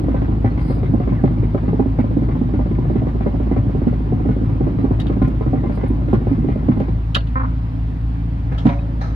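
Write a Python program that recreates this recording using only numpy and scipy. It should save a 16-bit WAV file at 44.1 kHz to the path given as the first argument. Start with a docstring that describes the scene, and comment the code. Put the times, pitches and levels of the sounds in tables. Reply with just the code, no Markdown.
"""Outdoors, close to a drilling rig: a diesel engine drones while an air hammer pounds the drill
string about sixteen times a second and rings the steel frame over soft low thumps; air hisses and
thin squeaks slip through. Near 7 s the hammer stops, the engine runs free, loose steel clanks and
the drill pipe groans once. After 8.5 s the casing is bumped, the frame knocks again and steel
scrapes. Ringing parts are sums of decaying modes, rubbing and air are filtered noise."""
import sys
import numpy as np
from scipy import signal
from scipy.fft import rfft, irfft, next_fast_len
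from scipy.io import wavfile
from scipy.ndimage import uniform_filter1d

SR = 44100
rng = np.random.default_rng(int(sys.argv[2]) if len(sys.argv) > 2 else 0)


def wrap_up_sound(samples):
    """Save the sound to the file named by the first command line argument, as 16-bit audio."""
    columns = np.atleast_2d(samples).T
    # keep every value between -1 and 1, then stretch to whole-number steps
    tamed = np.clip(columns, -1, 1)
    steps = np.round(tamed * 32767).astype(np.int16)
    wavfile.write(sys.argv[1], SR, steps)


N = 403515
LEAD_IN = 256  # samples faded in ahead of each blow

# modes of the loose steel parts: pitch_hz, relative level_db, t60_s
STEEL_MODES = [(170, -2.5, .12), (279, 1, .1), (505, -5, .1), (554, -2.5, 0.19), (671, -3, 0.17),
               (791, -1, .12), (1000, -7, 0.14), (1305, 0, 0.087), (1440, -4.5, 0.15), (1650, -3, .15),
               (2000, -11, .1), (2340, -13.5, .1), (2600, -0.5, .07), (2830, -7.5, 0.19), (2940, -1.5, .08),
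               (3150, -3, .09), (3520, -5, .1), (3800, -2.5, 0.093), (4000, -2.5, .08), (4250, -7, .17),
               (4480, -5, .13), (4770, -3.5, .08), (5160, -6.5, .09), (5800, -6.5, .07), (6730, -1.5, .07),
               (7640, -3, .07), (9200, -1.5, .06), (11000, 0.5, .07), (12800, -9, .05), (14400, -6, .05)]


def gain_of(db):
    """Decibels to gain."""
    return 10 ** (np.asarray(db) / 20)


def evened(x):
    """Scales to rms 1."""
    return x / np.sqrt(np.mean(x ** 2) + 1e-20)


def read(points, hz):
    """Reads a table on a log-frequency axis."""
    f, value = np.transpose(points)
    return np.interp(np.log(hz + 1), np.log(f + 1), value)


def add(mix, s, sound):
    """Mixes a sound in at s seconds."""
    part = mix[:, round(s * SR):][:, :sound.shape[1]]
    part += sound[:, :part.shape[1]]


def wander(count, smooth_s):
    """Random drift of rms 1, smoothed over about smooth_s seconds."""
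    size = int(smooth_s * SR) + 1
    return evened(uniform_filter1d(uniform_filter1d(rng.standard_normal(count), size), size))


def resonate(x, hz, width):
    """One resonance of gain about 1, width in Hz."""
    pole = np.exp((2j * np.pi * hz - np.pi * width) / SR)
    return 2 * signal.lfilter([1 - abs(pole)], [1, -pole], x).real


def strike(modes, bands_hz, bands_db, grit_db, grit_t60_s, contact_s, rise_cycles, scatter_db, detune):
    """A blow rings the modes, low ones swelling later, under a dying grit of countless small modes.
    Two paths to the listener; the bands are coloured towards their given peak levels."""
    size = 8192
    bins, t = np.fft.rfftfreq(size, 1 / SR), np.arange(size) / SR
    hz, db, t60 = np.transpose(modes)
    hz = hz * (1 + detune * rng.standard_normal(len(hz)))

    # spectrum of decaying modes, less a faster decay that softens the onset
    phase = np.exp(2j * np.pi * rng.random((len(hz), 2)).T)
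    strength = gain_of(db + scatter_db * rng.standard_normal(len(hz))) * phase
    off = 2j * np.pi * (bins - hz[:, None]) / SR
    fade = (np.log(1000) / (t60 * SR))[:, None]
    rise = (hz / (rise_cycles * SR))[:, None]
    ring = strength @ (1 / (off + fade) - 1 / (off + fade + rise)) / 2

    grit = rng.standard_normal((2, size)) * gain_of(grit_db - 60 * t / max(grit_t60_s, .01))
    grit *= np.minimum(t / contact_s, 1)
    grit *= 1 + 2.46 * np.exp(-t / .009)  # the first contact cracks hardest
    # small modes crowd near large ones
    crowd = gain_of(read(np.transpose([hz, db]), bins))
    crowd *= np.sqrt(bands_hz[1] / (np.minimum(bins, 350.) + 100))
    blow = ring + rfft(grit) * crowd

    # set the peak within 0.6 octave either side of each band centre
    near_band = np.abs(np.log2((bins + 1) / np.array(bands_hz)[:, None])) < .6
    band_peaks = np.abs(irfft(blow[:, None] * near_band, size)).max(axis=2).mean(axis=0)
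    peak_db = 20 * np.log10(band_peaks)
    colour_db = read(np.transpose([bands_hz, bands_db - peak_db]), bins)
    # blunt blows carry no more treble, nor deeper bass: slopes in dB per octave
    colour_db -= 22.0 * np.maximum(np.log2((bins + 1) / bands_hz[-1]) - .6, 0)
    colour_db -= 16.0 * np.maximum(np.log2(bands_hz[0] / (bins + 1)) - .5, 0)
    blow = np.roll(irfft(blow * gain_of(colour_db), size), LEAD_IN, axis=1)
    fade_in = np.minimum(np.arange(size) / LEAD_IN, 1) ** 2
    fade_out = signal.windows.tukey(2 * size, .2)[size:]
    return blow * fade_in * fade_out


def hammer():
    """Blows run up the drill string and ring the frame modes; loose parts chatter after each."""
    # blows on the frame: start_s, ring peak_db, then against the ring: knock_db, rattle_db
    blow_table = [(0.039, -22, 3, -25.5), (0.081, -17.5, 5.5, -20.5), (0.144, -14.5, -1.5, -23),
                  (0.216, -18.5, -0.5, -18.5), (0.282, -19.5, 1, -26), (0.322, -24, -4.5, -25),
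                  (0.366, -36.5, 11, -27.5), (0.445, -12.5, -2, -19), (0.511, -29.5, 0, -12.5),
                  (0.575, -25, 2, -7.5), (0.65, -29, 6.5, -13), (0.699, -17.5, 0, -24.5),
                  (0.767, -21.5, -2.5, -29), (0.83, -25, 4.5, -12), (0.889, -31, 8, -28.5),
                  (0.936, -16, 5, -35), (1.0, -17.5, 0.5, -22), (1.073, -20, 3, -18),
                  (1.12, -23.5, 7.5, -15), (1.192, -30.5, 0.5, -15), (1.238, -12, 4, -23),
                  (1.306, -24, 5.5, -30.5), (1.369, -29.5, 9.5, -17), (1.43, -26, 10.5, -14),
                  (1.545, -13.5, -1, -25), (1.631, -22.5, 1, -25), (1.678, -21, 6, -20),
                  (1.73, -17, 3, -37), (1.794, -9.5, 0.5, -32), (1.856, -23.5, 9, -31),
                  (1.934, -36.5, 5.5, -20), (1.987, -12.5, -1, -21), (2.041, -17.5, 1, -30.5),
                  (2.108, -23.5, 4, -38), (2.167, -21, 10, -30.5), (2.219, -22, 6.5, -23),
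                  (2.286, -20, -1.5, -18.5), (2.351, -20, 3, -26), (2.412, -21.5, 8, -28),
                  (2.489, -26, -1.5, -31), (2.537, -23, 6.5, -17.5), (2.59, -13.5, -3.5, -29.5),
                  (2.657, -24.5, 3, -24), (2.71, -25.5, 10.5, -16), (2.784, -19, 3, -28),
                  (2.846, -21, -7, -23), (2.898, -17, 0.5, -29), (2.956, -20.5, 6, -19.5),
                  (3.018, -20, 5, -30.5), (3.068, -18.5, 1, -22.5), (3.148, -27.5, 10.5, -31),
                  (3.206, -19, -1.5, -22), (3.26, -14, 3, -25.5), (3.341, -22, 2, -30), (3.4, -22, 5, -23),
                  (3.466, -23.5, 4, -25), (3.511, -14.5, 1.5, -24.5), (3.562, -18.5, 6.5, -18.5),
                  (3.643, -30, -1, -23), (3.693, -22, 2, -29), (3.748, -18.5, 2, -31.5),
                  (3.816, -22, 3, -23.5), (3.869, -24, 15.5, -16.5), (3.927, -21.5, 1.5, -22),
                  (4.002, -29, 9.5, -22), (4.062, -30, 7.5, -25.5), (4.122, -19, 5, -37),
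                  (4.197, -21, 0.5, -27), (4.288, -16, 2.5, -23.5), (4.363, -25.5, 6.5, -25.5),
                  (4.413, -32.5, 17, -19), (4.492, -27.5, 2, -16), (4.606, -18, 5, -26),
                  (4.667, -20, 6.5, -29), (4.715, -35, 7.5, -27), (4.785, -23, 8.5, -15.5),
                  (4.841, -17, 5, -25), (4.908, -14, -3, -30.5), (4.99, -24, -3.5, -14.5),
                  (5.058, -25, 9, -19), (5.098, -17, 4, -23), (5.165, -24, 7, -30.5),
                  (5.217, -13.5, 3, -20), (5.275, -21, 5, -20), (5.345, -37, 11, -20), (5.409, -17, 0, -25),
                  (5.462, -19, 0.5, -25.5), (5.532, -13.5, 0.5, -28), (5.571, -31, 10.5, -22.5),
                  (5.635, -20, 4.5, -23), (5.695, -20.5, 1.5, -18), (5.774, -19.5, -2, -21),
                  (5.833, -17, 3, -20.5), (5.903, -24, 10, -22), (6.013, -26, 4.5, -26.5),
                  (6.082, -26.5, 9.5, -12.5), (6.129, -11.5, 4, -23.5), (6.215, -29.5, 8, -17),
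                  (6.269, -16, 0.5, -26), (6.313, -19.5, 6, -24), (6.378, -31, 13, -23),
                  (6.442, -28, 16.5, -19), (6.485, -18, 3, -18), (6.557, -21, 1, -28.5),
                  (6.626, -28, 1.5, -25), (6.685, -16, 8, -18.5), (6.77, -25.5, 8, -20.5),
                  (6.882, -22.5, -1, -21.5), (4.252, -22, 8.5, -24.5), (4.432, -31, 15, -18.5),
                  (6.801, -15.5, 2, -23), (8.519, -28, -2, -13), (8.653, -21.5, 10.5, -18.5),
                  (8.665, -19, -1.5, -11), (8.695, -25, -0.5, -9.5)]
    # steel frame modes: pitch_hz, relative level_db, t60_s
    frame_modes = [(117, -9, 0.036), (134.3, -3.5, 0.27), (159, -3, 0.17), (208.8, 6, 0.12),
                   (258, 10, 0.15), (297, 6.5, 0.09), (359.5, 5, 0.081), (418, 3, 0.086), (494, 1, .06),
                   (570.8, -2, 0.16), (661, -3.5, 0.038), (782, 4.5, 0.1), (898, -9, 0.099),
                   (997, 3.5, 0.13), (1190, 2, 0.16), (1435, 2.5, 0.17), (1750, 0, 0.21), (2073, 8.5, 0.13),
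                   (2330, 4.5, 0.17), (2720, -4, 0.18), (3400, -5.5, 0.017), (3930, -5.5, 0.27)]
    # band centres of deep modes, knock, ring, rattle: centre_hz
    frame_bands_hz = [130, 280, 650, 2300]
    deep_db, deep_scatter_db = -9, 4.  # the lowest modes, against the knock
    rebound_s, rebound_hz, rebound_db = (.003, .04), 1000, -3.5  # range of delays, lowest pitch, level
    prompt = .7  # share of the treble heard at once

    out = np.zeros((2, N))
    thin = signal.butter(2, rebound_hz, "highpass", fs=SR, output="sos")
    scatter = deep_scatter_db * rng.standard_normal(len(blow_table))
    for (s, db, knock_db, rattle_db), low_db in zip(blow_table, scatter):
        levels_db = db + np.array([knock_db + deep_db + low_db, knock_db, 0, rattle_db])
        blow = strike(frame_modes, frame_bands_hz, levels_db, grit_db=15.8, grit_t60_s=0.14,
                      contact_s=0.0029, rise_cycles=0.64, scatter_db=2.63, detune=.04)
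        bright = signal.sosfiltfilt(thin, blow)
        start_s = s - LEAD_IN / SR
        add(out, start_s, blow - (1 - prompt) * bright)
        for delay_s in rng.uniform(*rebound_s, size=3):
            add(out, start_s + delay_s, gain_of(rebound_db) * bright)
    # a broad resonance makes the knocks fuller
    out += gain_of(-6) * resonate(out, hz=280, width=240)
    return out + thumps()


def thumps():
    """Soft low tones swell and die, most under the hammering, two with the late bumps."""
    # thumps: start_s, peak level_db
    thump_table = [(0.043, -12), (0.28, -15.5), (0.443, -10.5), (0.611, -12.5), (0.697, -12), (0.85, -13),
                   (0.891, -10.5), (1.109, -10.5), (1.188, -16), (1.259, -8), (1.392, -11.5),
                   (1.448, -10.5), (1.696, -14), (2.013, -20), (2.21, -13), (2.328, -13), (2.39, -17),
                   (2.442, -16), (2.826, -13.5), (2.874, -13), (2.978, -14), (3.077, -16.5), (3.585, -10.5),
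                   (3.668, -17), (3.766, -13), (3.899, -12.5), (4.1, -13.5), (4.286, -13), (4.467, -11.5),
                   (4.518, -14.5), (4.609, -14), (4.706, -15), (4.758, -18), (4.802, -17.5), (4.911, -14),
                   (5.244, -9.5), (5.293, -15.5), (5.468, -10.5), (5.577, -12.5), (5.839, -12),
                   (6.01, -12.5), (6.167, -11), (6.267, -13), (6.477, -12.5), (6.683, -9.5), (6.812, -12),
                   (8.507, -15.5), (8.652, -8)]
    pitch_hz, spread_hz, rise_s = 122.7, 6.2, 0.008

    out = np.zeros((2, N))
    t = np.arange(SR // 8) / SR
    u = t / rise_s
    swell = u * np.exp(1 - u)  # peaks at 1
    for s, db in thump_table:
        hz = pitch_hz + spread_hz * rng.standard_normal()
        phase = 2 * np.pi * rng.random((2, 1))
        add(out, s, gain_of(db) * swell * np.sin(2 * np.pi * hz * t + phase))
    return out


def engine():
    """Firing tones on one shaft speed, over the broad roar of fan, compressor and gears."""
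    # the engine speeds up when the hammer stops: time_s, firing_rate_hz, load_db on the machinery
    engine_course = [(0, 54.37, 8), (0.301, 54.31, 5), (6.801, 54.29, 5), (7.1, 54.94, -1.5),
                     (7.501, 55.86, -1.5), (8.5, 55.82, -0.5), (9.15, 55, 0.5)]
    # weaker engine orders: multiple of the firing rate, level_db
    weak_orders = [(1.5, -37), (2.5, -43.5), (3, -35.5), (4, -56), (4.5, -44.5), (5, -44)]
    # colour of the roar: pitch_hz, relative level_db per Hz
    roar_colour = [(30, -29.5), (50, -15), (120, -7), (210, -17.5), (270, -14), (360, -27), (500, -31),
                   (1000, -32.5), (2100, -43.5), (4900, -57), (5600, -63), (7500, -70.5), (11000, -70.5),
                   (15500, -78.5)]
    # how much the roar follows the load: pitch_hz, share of the load dB
    load_share = [(100, 0.8), (300, 1.75), (700, 0.76), (2000, 0.12), (8000, 0.071)]
    firing_db, octave_db, roar_db = -21.5, -26, -24

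    s, rate_hz, loads_db = np.transpose(engine_course)
    hz = np.interp(np.arange(N) / SR, s, rate_hz)
    angle = 2 * np.pi * np.cumsum(hz) / SR
    tones = gain_of(firing_db + 2.3 * wander(N, 0.023)) * np.sin(angle)
    tones += gain_of(octave_db + 2.4 * wander(N, 0.01)) * np.sin(2 * angle - .68)
    for multiple, db in weak_orders:  # these waver at random in level and phase
        level = gain_of(db + 3.5 * wander(N, .03))
        tones += level * np.sin(multiple * angle + 0.5 * wander(N, 0.035))

    # the roar is noise built frame by frame, with smooth patches of louder and softer
    frames, bins = N // 256 + 5, np.fft.rfftfreq(1024, 1 / SR)
    a, b, c, d, patches = rng.standard_normal((frames, 513, 5)).T
    patches = evened(uniform_filter1d(uniform_filter1d(patches, size=10, axis=0), size=8, axis=1))
    spectrum = np.array([a + 1j * b, c + 1j * d])
    spectrum *= gain_of(read(roar_colour, bins)[:, None] + 1.1 * patches)
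    load_db = np.interp(np.arange(frames) * 256 / SR, s, loads_db)
    spectrum *= gain_of(read(load_share, bins)[:, None] * load_db)
    roar = signal.istft(spectrum, nperseg=1024, noverlap=768)[1][:, :N]
    # the root of 2 makes the tone levels rms, like the roar's
    return np.sqrt(2) * tones + gain_of(roar_db) * evened(roar)


def clanks():
    """Loose steel parts knock together, left or right of the microphones; each knock favours one mode."""
    # clanks: start_s, peak_db, then against the peak: thud_db, clang_db, edge_db;
    # left_over_right_db, pitch_hz of the mode struck best
    clank_table = [(4.999, -24.5, -30, -15, -20, 1, 3800), (5.015, -32, -30, -16, -23, 0, 3800),
                   (5.0662, -29, -25, -8.5, -34, -2, 3520), (5.08, -37, -25, -6, -31, 0, 3150),
                   (5.223, -45, 5, 12, -36, 3.5, 2000), (5.2774, -54, -3, -4, 5, -1, 5900),
                   (6.131, -45, 5, 12, -2.5, 1, 11000), (6.7986, -40, -5, 2, -14, 2, 11000),
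                   (7.1465, -7.5, -20, -16, -28, 0, 2940), (7.1496, -6.5, -23, -15.5, -32, -5, 3150),
                   (7.1585, -21.5, -1, 12, -19, 0.5, 1305), (7.205, -33.5, -20, -10, -36, 0, 2830),
                   (7.27, -37.5, -23, -10, -36, -3, 2940), (7.285, -42, -23, -8, -36, -2, 2600),
                   (8.583, -28.5, -20, -15, -26, 0, 3150), (8.654, -38, -1, 5, -8, 1, 7900),
                   (8.666, -32.5, -7, 3, -27, -11, 2830), (8.689, -32, -7, 0, -28, 2, 2340)]
    # band centres of thud, body, clang, peak, edge: centre_hz
    steel_bands_hz = [270, 670, 1500, 3600, 9000]
    body_db, lift_of_best_db = -8, 7  # body against the mean of thud and clang
    cluster = .014  # each mode is three close neighbours, this far apart as a share of pitch

    out = np.zeros((2, N))
    hz, mode_db, t60 = np.transpose(STEEL_MODES)
    neighbours = [[1 - cluster, 1, 1], [1, 1, 1], [1 + cluster, 1, 1]]
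    for s, db, thud_db, clang_db, edge_db, pan_db, ring_hz in clank_table:
        between_db = (thud_db + clang_db) / 2 + body_db
        levels_db = db + np.array([thud_db, between_db, clang_db, 0, edge_db])
        lift_db = lift_of_best_db * (np.arange(len(hz)) == np.argmin(abs(hz - ring_hz)))
        modes = np.transpose([hz, mode_db + lift_db, t60])[:, None] * neighbours
        clank = strike(modes.reshape(-1, 3), steel_bands_hz, levels_db, grit_db=15.7, grit_t60_s=0.08,
                       contact_s=0.0028, rise_cycles=3.1, scatter_db=2.2, detune=.005)
        heard = ports(clank)[:, :clank.shape[1]]
        add(out, s - LEAD_IN / SR, heard * gain_of([[pan_db / 2], [-pan_db / 2]]))
    return out


def groan():
    """Quick slips of steel on steel, even at first, then ragged above a steady, swelling fundamental."""
    # colour of the groaning pipe: pitch_hz, relative level_db
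    groan_colour = [(260, -8.5), (520, -13), (790, -15.5), (1050, 0), (1310, 0), (1600, -10), (1850, -14.5),
                    (2300, -19), (2700, -43.5)]
    start_s, length_s, pitch_hz, sag_hz_per_s = 7.354, 0.38, 261.4, 35
    level_db, rise_s, hold_s, fade_db_per_s = -23.5, .003, .095, 34.5
    stop_db_per_s, tail_db = 250.5, -11  # steeper fall after the hold, down to an after-ring
    clean_s, roughness = 0.023, .85  # even until then; final roughness
    throb_s, catch = .038, .7  # spacing and depth of the catches
    dull_db_per_s, swell_db_per_s = 8.5, 89.5  # fade per harmonic number; rise of the fundamental

    t = np.arange(0, length_s, 1 / SR)
    hz = (pitch_hz - sag_hz_per_s * t) * (1 + 0.018 * wander(len(t), 0.0028))
    angle = 2 * np.pi * np.cumsum(hz) / SR
    ragged = np.clip(roughness * np.clip(.2 + 14 * (t - clean_s), .2, 1), 0, .95)
    slips = np.zeros((2, len(t)))
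    for k in range(1, 11):
        shake = np.array([wander(len(t), .0018) + 1j * wander(len(t), .0018) for _ in range(2)])
        shake /= np.sqrt(2)
        harmonic_db = read(groan_colour, k * pitch_hz) - dull_db_per_s * k * t
        if k == 1:
            harmonic_db = harmonic_db + swell_db_per_s * np.minimum(t, hold_s)
            motion = np.ones((2, 1))
        else:
            motion = np.sqrt(1 - ragged ** 2) + ragged * shake
        slips += gain_of(harmonic_db) * (motion * np.exp(1j * (k * angle + .6 * k ** 2))).real

    # it catches briefly between throbs
    throb = 1 - catch * np.cos(np.pi * t / throb_s) ** 8 * (t > throb_s / 2)
    stop_db = np.clip(stop_db_per_s * (hold_s - t), tail_db, 0)
    shape = np.minimum(t / rise_s, 1) * gain_of(level_db - fade_db_per_s * t + stop_db)
    out = np.zeros((2, N))
    add(out, start_s, shape * throb * evened(slips) * signal.windows.tukey(len(t), .02))
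    return out


def bumps():
    """The heavy casing rings on after a dull bump, each mode beating with a close twin."""
    # bumps: start_s, level_db, brightness in dB per octave
    bump_table = [(8.518, -37, 0), (8.6545, -16, -2.5), (8.665, -30, 2), (8.69, -30.5, 4.5)]
    # heavy casing modes: pitch_hz, relative level_db, t60_s
    casing_modes = [(169, 12.5, 0.15), (215, 6, .1), (284, 7, .12), (350, -4, .08), (445, -17.5, 0.25),
                    (561, -10, 0.85), (686, -8.5, 0.47), (765, -10.5, .45), (843, -14, .3), (955, -7, 0.29),
                    (1050, -14, .4), (1270, -12.5, .12), (1440, -20, 0.19), (1846, -19, .2),
                    (2370, -13.5, .06)]
    twins = (1, 1 + .025)  # pitch ratios

    out, t = np.zeros((2, N)), np.arange(SR // 2) / SR
    for s, db, tilt_db in bump_table:
        for hz, mode_db, t60 in casing_modes:
            bright_db = tilt_db * np.log2(hz / casing_modes[2][0])
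            shape = gain_of(db + mode_db + bright_db - 60 * t / t60)
            shape *= 1 - np.exp(-hz * t / 1.5)  # low modes swell later
            pair = sum(np.sin(2 * np.pi * (hz * twin * t + rng.random((2, 1)))) for twin in twins)
            add(out, s, shape * pair / np.sqrt(2))
    return out


def rubbed_steel(rub, lowest_hz, highest_hz, broad):
    """Friction noise excites the steel modes between two pitches; broad is width as a share of pitch."""
    total = 0
    for hz, mode_db, _ in STEEL_MODES:
        if lowest_hz < hz < highest_hz:
            rung = resonate(resonate(rub, hz, broad * hz), hz, broad * hz)
            total = total + gain_of(mode_db) * rung / np.sqrt(hz)
    return evened(total)


def scrapes():
    """Grainy friction rings the loose steel, broadly; it bites quickly and fades."""
    # steel dragged on steel: start_s, level_db, treble_db against it,
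    # sing_hz (pitch that sings), sing_width_hz, sing_db against the level
    scrape_table = [(8.51, -35.5, -29, 1750, 400, -8), (8.572, -37, -17, 3300, 900, -3),
                    (8.655, -32, -20, 2950, 600, -10), (9.005, -29.5, -18, 4150, 260, -15)]
    rise_s, fade_db_per_s, length_s = 0.0089, 118, .3

    out = np.zeros((2, N))
    t = np.arange(0, length_s, 1 / SR)
    shape = np.minimum(t / rise_s, 1) ** 2 * gain_of(-fade_db_per_s * t)
    for s, db, treble_db, sing_hz, width_hz, sing_db in scrape_table:
        rub = rng.standard_normal((2, len(t))) * gain_of(0.82 * wander(len(t), 0.0029))
        low = rubbed_steel(rub, 480, 2100, broad=.12)
        high = rubbed_steel(rub, 3900, 6200, broad=.09)
        sing = evened(resonate(resonate(rub, sing_hz, width_hz), sing_hz, width_hz))
        sing *= shape  # shaped again below, so it dies twice as fast
        add(out, s, gain_of(db) * shape * (low + gain_of(treble_db) * high + gain_of(sing_db) * sing))
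    return out


def squeaks():
    """Short gliding sine tones that flutter in level."""
    # thin squeaks: start_s, length_s, start_hz, end_hz, level_db
    squeak_table = [(0.495, .04, 4250, 4330, -62), (0.662, 0.067, 4060, 4300, -58),
                    (8.775, 0.062, 3820, 3850, -59), (1.161, 0.055, 2150, 1470, -43),
                    (5.58, 0.037, 2130, 1710, -45.5), (5.878, 0.018, 10000, 9800, -56),
                    (8.785, 0.016, 2480, 2560, -45)]
    out = np.zeros((2, N))
    for s, length_s, start_hz, end_hz, db in squeak_table:
        hz = np.linspace(start_hz, end_hz, int(length_s * SR))
        tone = np.sin(2 * np.pi * np.cumsum(hz) / SR)[None]
        flutter = gain_of(3.0 * wander(len(hz), .003))
        add(out, s, gain_of(db) * tone * signal.windows.tukey(len(hz), .5) * flutter)
    return out


def puffs():
    """Leaking air: hiss coloured by a small nozzle swells, sputters and dies."""
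    # puffs: start_s, length_s, level_db
    puff_table = [(0.52, .35, -55.5), (5.7, .11, -59.5)]
    # nozzle resonances: pitch_hz, width_hz, relative level_db
    nozzle = [(4180, 330, -4), (4860, 190, 0), (9200, 1500, -8), (11000, 5000, -9.5)]
    out = np.zeros((2, N))
    for s, length_s, db in puff_table:
        air = rng.standard_normal((2, int(length_s * SR)))
        hiss = np.zeros(air.shape)
        for hz, width_hz, part_db in nozzle:
            hiss += gain_of(part_db) * evened(resonate(resonate(air, hz, width_hz), hz, width_hz))
        sputter = gain_of(3.5 * wander(air.shape[1], .006))
        add(out, s, gain_of(db) * evened(hiss * sputter) * np.hanning(air.shape[1]))
    return out


def ports(paths):
    """Two close microphone ports share part of the sound, with a phase lag and a level lean by pitch."""
    # left-right likeness: pitch_hz, correlation (held to 0..1 below)
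    likeness = [(60, 1.05), (110, 3.5), (170, 1.16), (300, 0.66), (700, 0.34), (1400, .5), (3000, 0.42),
                (6000, 0.03), (12000, -0.26)]
    # phase by which left leads: pitch_hz, lead_rad
    left_lead = [(60, 0), (130, -.22), (260, -.5), (520, .2), (950, -2), (1400, -3), (1900, -1.6),
                 (2400, -1.4), (3100, -.6), (5000, -.3)]
    # balance: pitch_hz, left_over_right_db
    left_lean = [(60, 0), (100, 2), (160, 2), (250, -4.5), (410, -2.5), (660, -1), (1060, .6), (1710, 1.3),
                 (2760, 2.5), (4450, 0.5), (9000, -2.5)]
    size = next_fast_len(paths.shape[1] + 1024)
    hz, (near, other) = np.fft.rfftfreq(size, 1 / SR), rfft(paths, size)
    alike = np.clip(read(likeness, hz), 0, 1)
    right = alike * near + np.sqrt(1 - alike ** 2) * other
    # half of the lean and lead goes to each side
    turn = gain_of(read(left_lean, hz) / 2) * np.exp(.5j * read(left_lead, hz))
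    return irfft(np.array([near * turn, right / turn]), size)


def scene():
    """All sources as heard at the two microphone ports; each clank has its own placing."""
    rig = engine() + hammer() + groan() + bumps() + scrapes() + puffs() + squeaks()
    return ports(rig)[:, :N] + clanks()


def record(dry):
    """The microphone drops the deepest bass and rounds off the highest peaks; then the band limit."""
    edge_hz = 15500
    lean = signal.sosfilt(signal.butter(3, 40., "highpass", fs=SR, output="sos"), dry)
    lean = 1.4 * np.tanh(lean / 1.4)
    band_limit = signal.firwin(511, edge_hz, window=("kaiser", 9), fs=SR)
    return signal.oaconvolve(lean, band_limit[None], "same")


dry = scene()
out = record(dry)
wrap_up_sound(out)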